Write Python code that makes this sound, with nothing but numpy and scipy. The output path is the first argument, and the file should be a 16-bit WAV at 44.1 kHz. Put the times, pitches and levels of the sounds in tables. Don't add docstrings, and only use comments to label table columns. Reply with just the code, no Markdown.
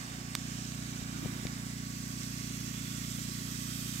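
import sys
import numpy as np
from scipy import signal
from scipy.io import wavfile
from scipy.ndimage import uniform_filter1d

SR = 44100
rng = np.random.default_rng(int(sys.argv[2]) if len(sys.argv) > 2 else 0)


def master_out(mix):
    frames = np.transpose(np.atleast_2d(mix))
    ceiling = np.clip(frames, -1, 1)
    pcm = np.round(ceiling * 32767).astype(np.int16)
    wavfile.write(sys.argv[1], SR, pcm)


N = 176400
T = np.arange(N) / SR
FRAME, HOP = 1024, 256
FRAME_S, BIN_HZ = np.arange(N // HOP + 5) * HOP / SR, np.fft.rfftfreq(FRAME, 1 / SR)

# frequency in Hz, density in dB per Hz.
AIR_SPECTRUM = [(15, -106), (40, -116), (90, -83), (200, -84), (330, -80), (410, -98.5), (620, -95.5),
                (850, -100), (1040, -93.5), (1130, -82.5), (1220, -92.5), (2000, -102), (5000, -115)]
# time in seconds, gain in dB.
AIR_SWELL = [(0, 4.5), (.7, 4), (1.0, 4.5), (1.35, 8.5), (1.7, 1.5), (2.1, 5), (3, 5), (4, 3.5)]
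# frequency in Hz, coherence, left minus right in dB, right lead in radians.
AIR_IMAGE = [(100, 1, -1.5, 0.052), (348, 1, -2.5, 0.74), (593, 0.55, -6.5, 2.1), (930, 0.69, -2, 1.14),
             (1125, 1, -5.5, 3.1), (2130, 0.97, -23.5, 4.4)]
# centre in Hz, width in Hz, peak density in dB per Hz.
CASE_RESONANCES = [(306, 43, -64.5), (1226, 40, -74.5), (2370, 50, -76.5)]
# start in seconds, strength in dB, frequency in Hz.
HAND_BUMPS = [(0.891, -39, 130), (1.018, -31, 111), (1.25, -28, 130), (1.258, -23, 212),
              (1.453, -23.5, 191), (3.187, -35, 218), (3.257, -37, 130)]
# start in seconds, strength in dB, left minus right in dB, low and high cutoff in Hz.
DRY_TICKS = [(.3521, -12, -5, 860, 9500), (.7200, -30, -8, 1000, 6000), (1.4690, -15.5, -10, 1690, 3230),
             (2.742, -30, -13, 900, 6000), (3.216, -37, -8, 4000, 15000)]
# frequency in Hz, relative level in dB, time to fall 60 dB in seconds.
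TICK_RESONANCES = [(1094, -19.5, 0.004), (2247, -14.5, 0.0052), (3770, -6.5, 0.0024), (4600, -11, 0.004),
                   (5900, -8, 0.0026), (7980, -11.5, 0.012), (11800, -6, 0.0014)]
# delay in seconds, gain.
TICK_PATHS = [(0, 1), (.0008, .25), (.0017, .3), (.0042, .06)]
# frequency in Hz, initial level in dB, slope in dB per second.
PUMP_TONES = [(1123, -70, 0.34), (733, -69, -2.5), (415.4, -73.5, 0), (647, -74.5, -.5), (605, -72.5, -1)]
# frequency in Hz, then left and right density in dB per Hz for far, midway and near.
JET_SPECTRA = [(900, -91, -90, -104, -130, -108, -100), (1458, -93, -85.5, -95.5, -85, -89, -80.5),
               (1690, -82.5, -83, -91, -84.5, -87, -83.5), (2100, -89.5, -82, -87, -85, -89, -79),
               (2780, -86.5, -85, -91, -85, -85, -81), (3350, -91, -84.5, -92.5, -84.5, -86, -79),
               (4150, -91, -85.5, -94.5, -83, -91.5, -80), (5020, -88, -81.5, -84, -84, -84, -77.5),
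               (5560, -92.5, -81.5, -94.5, -79.5, -93, -76.5),
               (7140, -94.5, -81.5, -92, -80.5, -88.5, -78.5), (8400, -93.5, -82, -91, -80.5, -86, -76.5),
               (9450, -100, -94.5, -90.5, -97.5, -93, -89.5), (9900, -100, -108, -96, -99.5, -90, -89.5),
               (11800, -99, -91.5, -92.5, -94, -88, -84), (13900, -102, -98.5, -93, -93, -90, -84.5),
               (16000, -105, -101, -99, -99, -93, -94)]
# time in seconds, nearness (0 far, 0.5 midway, 1 near).
JET_NEARNESS = [(0, -0.079), (.6, 0.048), (1.1, -0.011), (1.7, 0.012), (2.1, 0.58), (2.7, 0.66),
                (3.1, 0.84), (3.6, 0.9), (4, 1.11)]
# time in seconds, gain in dB.
JET_SWELL = [(0, 0.8), (.25, -1.8), (.5, 1), (1.1, 0.36), (1.5, -.7), (1.85, -.7), (2.2, 0), (3.3, 0),
             (4, -0.5)]
# time in seconds, gain in dB.
JET_LEFT_TREBLE = [(0, 2), (1.1, -2.5), (1.25, 6.5), (1.8, 4), (2.3, -0.5), (3.0, -2.5), (3.6, -1.5),
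                   (4, 0)]
# time in seconds, left and right delay in milliseconds.
SOIL_DELAYS = [(0, 1.4, 1.37), (.6, 1.38, 1.31), (.95, 1.37, 1.305), (1.7, 1.445, 1.385),
               (2.1, 1.515, 1.455), (2.4, 1.497, 1.45), (2.8, 1.54, 1.485), (3.1, 1.515, 1.46),
               (3.5, 1.58, 1.51), (3.75, 1.65, 1.58), (4, 1.65, 1.605)]
# multiple of the firing rate, relative level in dB.
EXHAUST_HARMONICS = [(1, -32), (2, -3.5), (3, -22), (4, 3.5), (5, 2), (6, 0.5), (7, 0.5), (8, 0), (9, 0),
                     (10, -23.5), (11, -18.5), (12, -43.5), (13, -24), (14, -25.5), (15, -31), (16, -39),
                     (17, -25), (18, -53), (19, -56), (20, -32), (21, -37.5), (22, -43.5), (23, -107),
                     (24, -87), (25, -40.5), (26, -60)]
# time in seconds, level in dB.
ENGINE_LEVEL = [(0, -45), (.5, -41), (1.0, -41), (2.0, -41), (3.2, -40.5), (4, -41)]


def amp(db):
    return 10 ** (np.asarray(db) / 20)


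def unit_rms(x):
    return x / np.sqrt(np.mean(x ** 2) + 1e-20)


def curve(table, t):
    s, *columns = np.transpose(table)
    return np.array([np.interp(t, s, c) for c in columns])


def spectrum(table):
    hz, *columns = np.transpose(table)
    return np.array([np.interp(np.log(BIN_HZ + 1), np.log(hz), c) for c in columns])


def drift(shape, size):
    x = rng.standard_normal(shape)
    for axis, width in enumerate(size):
        for _ in range(2):
            x = uniform_filter1d(x, width, axis, mode="wrap")
    return unit_rms(x)


def panned(pan_db):
    return amp(np.array([[pan_db], [-pan_db]]) / 2)


def add(mix, start_s, sound):
    part = mix[:, round(start_s * SR):][:, :sound.shape[1]]
    part += sound[:, :part.shape[1]]


def noise(db, coherence, right_lag_rad):
    a, b, c, d = rng.standard_normal((4, len(FRAME_S), len(BIN_HZ)))
    shared, left = np.clip(coherence, -1, 1), a + 1j * b
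    right = (shared * left + np.sqrt(1 - shared ** 2) * (c + 1j * d)) * np.exp(-1j * right_lag_rad)
    spectra = np.array([left, right]) * amp(db) * np.sqrt(SR / HOP * 3 / 8)
    return signal.istft(spectra, nperseg=FRAME, noverlap=FRAME - HOP, time_axis=-2, freq_axis=-1)[1][:, :N]


def open_air():
    coherence, pan_db, right_lead_rad = spectrum(AIR_IMAGE)
    db = spectrum(AIR_SPECTRUM) + curve(AIR_SWELL, FRAME_S).T
    return noise(np.array([db + pan_db / 2, db - pan_db / 2]), coherence, -right_lead_rad)


def finger_rub(peak_s=1.25, spread_s=0.057):
    colour = sum(amp(db) * np.exp(-.5 * ((BIN_HZ - hz) / width) ** 2) for hz, width, db in CASE_RESONANCES)
    swell = np.exp(-.5 * ((FRAME_S[:, None] - peak_s) / spread_s) ** 2)
    db = 20 * np.log10(colour * swell + 1e-10)
    return noise(db, coherence=0.32, right_lag_rad=0) * panned(pan_db=-1.5)


def hand_bumps(thud_decay_s=0.0017, knock_hz=444, knock_decay_s=0.00071, band_hz=(53, 850)):
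    out, t = np.zeros((2, N)), np.arange(SR // 10) / SR
    knock = amp(-5.5) * np.exp(-t / knock_decay_s) * np.sin(2 * np.pi * knock_hz * t)
    for start_s, db, hz in HAND_BUMPS:
        thud = np.exp(-t / thud_decay_s) * np.sin(2 * np.pi * hz * t)
        add(out, start_s, -amp(db) * (thud + knock) * panned(pan_db=12))
    return signal.sosfilt(signal.butter(2, band_hz, "band", fs=SR, output="sos"), out)


def dry_ticks():
    out, t = np.zeros((2, N)), np.arange(SR // 20) / SR
    for start_s, db, pan_db, low_hz, high_hz in DRY_TICKS:
        ring = 0
        for hz, mode_db, t60 in TICK_RESONANCES:
            mode = amp(mode_db - 60 * t / t60) * np.sin(2 * np.pi * hz * t)
            ring += mode / np.hypot(1, (hz / high_hz) ** 3)
        ring = signal.sosfilt(signal.butter(3, low_hz, "high", fs=SR, output="sos"), ring)
        for delay_s, gain in TICK_PATHS:
            add(out, start_s + delay_s, gain * amp(db) * ring * panned(pan_db))
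    return out


def pump_whine(waver_hz=2.35):
    tones = 0
    for hz, db, db_per_s in PUMP_TONES:
        phase = 2 * np.pi * np.cumsum(hz + waver_hz * drift(N, size=[1500])) / SR
        tones += amp(db + db_per_s * T) * np.sin(phase)
    return np.sqrt(2) * tones * panned(pan_db=-3)


def water_jet(treble_hz=8500, soil_gain=.2, leaf_ripple_db=1.5, right_lag_s=0.0002974):
    far, midway, near = spectrum(JET_SPECTRA).reshape(-1, 2, 1, len(BIN_HZ))
    past_midway = 2 * curve(JET_NEARNESS, FRAME_S).T - 1
    db = midway + np.where(past_midway < 0, midway - far, near - midway) * past_midway
    db += curve(JET_SWELL, FRAME_S).T
    db[0] += curve(JET_LEFT_TREBLE, FRAME_S).T / (1 + (treble_hz / (BIN_HZ + 1)) ** 6)
    delay_s = curve(SOIL_DELAYS, FRAME_S)[:, :, None] / 1000
    db += 20 * np.log10(abs(1 + soil_gain * np.exp(2j * np.pi * BIN_HZ * delay_s)))
    db += leaf_ripple_db * drift(db.shape, size=[1, 90, 3])
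    db += 0.78 * drift(db.shape[1:], size=[8, 14])
    db += 0.52 * drift((len(FRAME_S), 1), size=[2])
    return noise(db, coherence=0.39, right_lag_rad=2 * np.pi * BIN_HZ * right_lag_s)


def pump_engine(firing_hz=29.66, first_firing_s=.0159, wander_s=0.00023, right_lead_s=0.00038):
    intake_lead_s, intake_gain, smear_s_per_hz = .0087, .55, .00002
    clock = T - first_firing_s + wander_s * drift(N, size=[14000]) + np.array([[0], [right_lead_s]])
    harmonics, levels_db = np.transpose(EXHAUST_HARMONICS)
    centroid_hz = firing_hz * np.average(harmonics, weights=amp(2 * levels_db))
    puffs = 0
    for harmonic, db in EXHAUST_HARMONICS:
        hz = harmonic * firing_hz
        stroke_phase = np.angle(1j + intake_gain * np.exp(2j * np.pi * hz * intake_lead_s))
        smear_phase = np.pi * smear_s_per_hz * (hz - centroid_hz) ** 2
        puffs += amp(db) * np.cos(2 * np.pi * hz * clock + stroke_phase - smear_phase)
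    level_db = curve(ENGINE_LEVEL, T) - 0.15 * drift(N, size=[1200])
    return unit_rms(puffs) * amp(level_db) * panned(pan_db=-2.3)


def scene():
    return pump_engine() + pump_whine() + water_jet() + open_air() + finger_rub() + dry_ticks() + hand_bumps()


def record(dry, cutoff_hz=15850):
    lowpass = signal.firwin(511, cutoff_hz, window=("kaiser", 9), fs=SR)
    return signal.oaconvolve(dry, lowpass[None], "same")


dry = scene()
out = record(dry)
master_out(out)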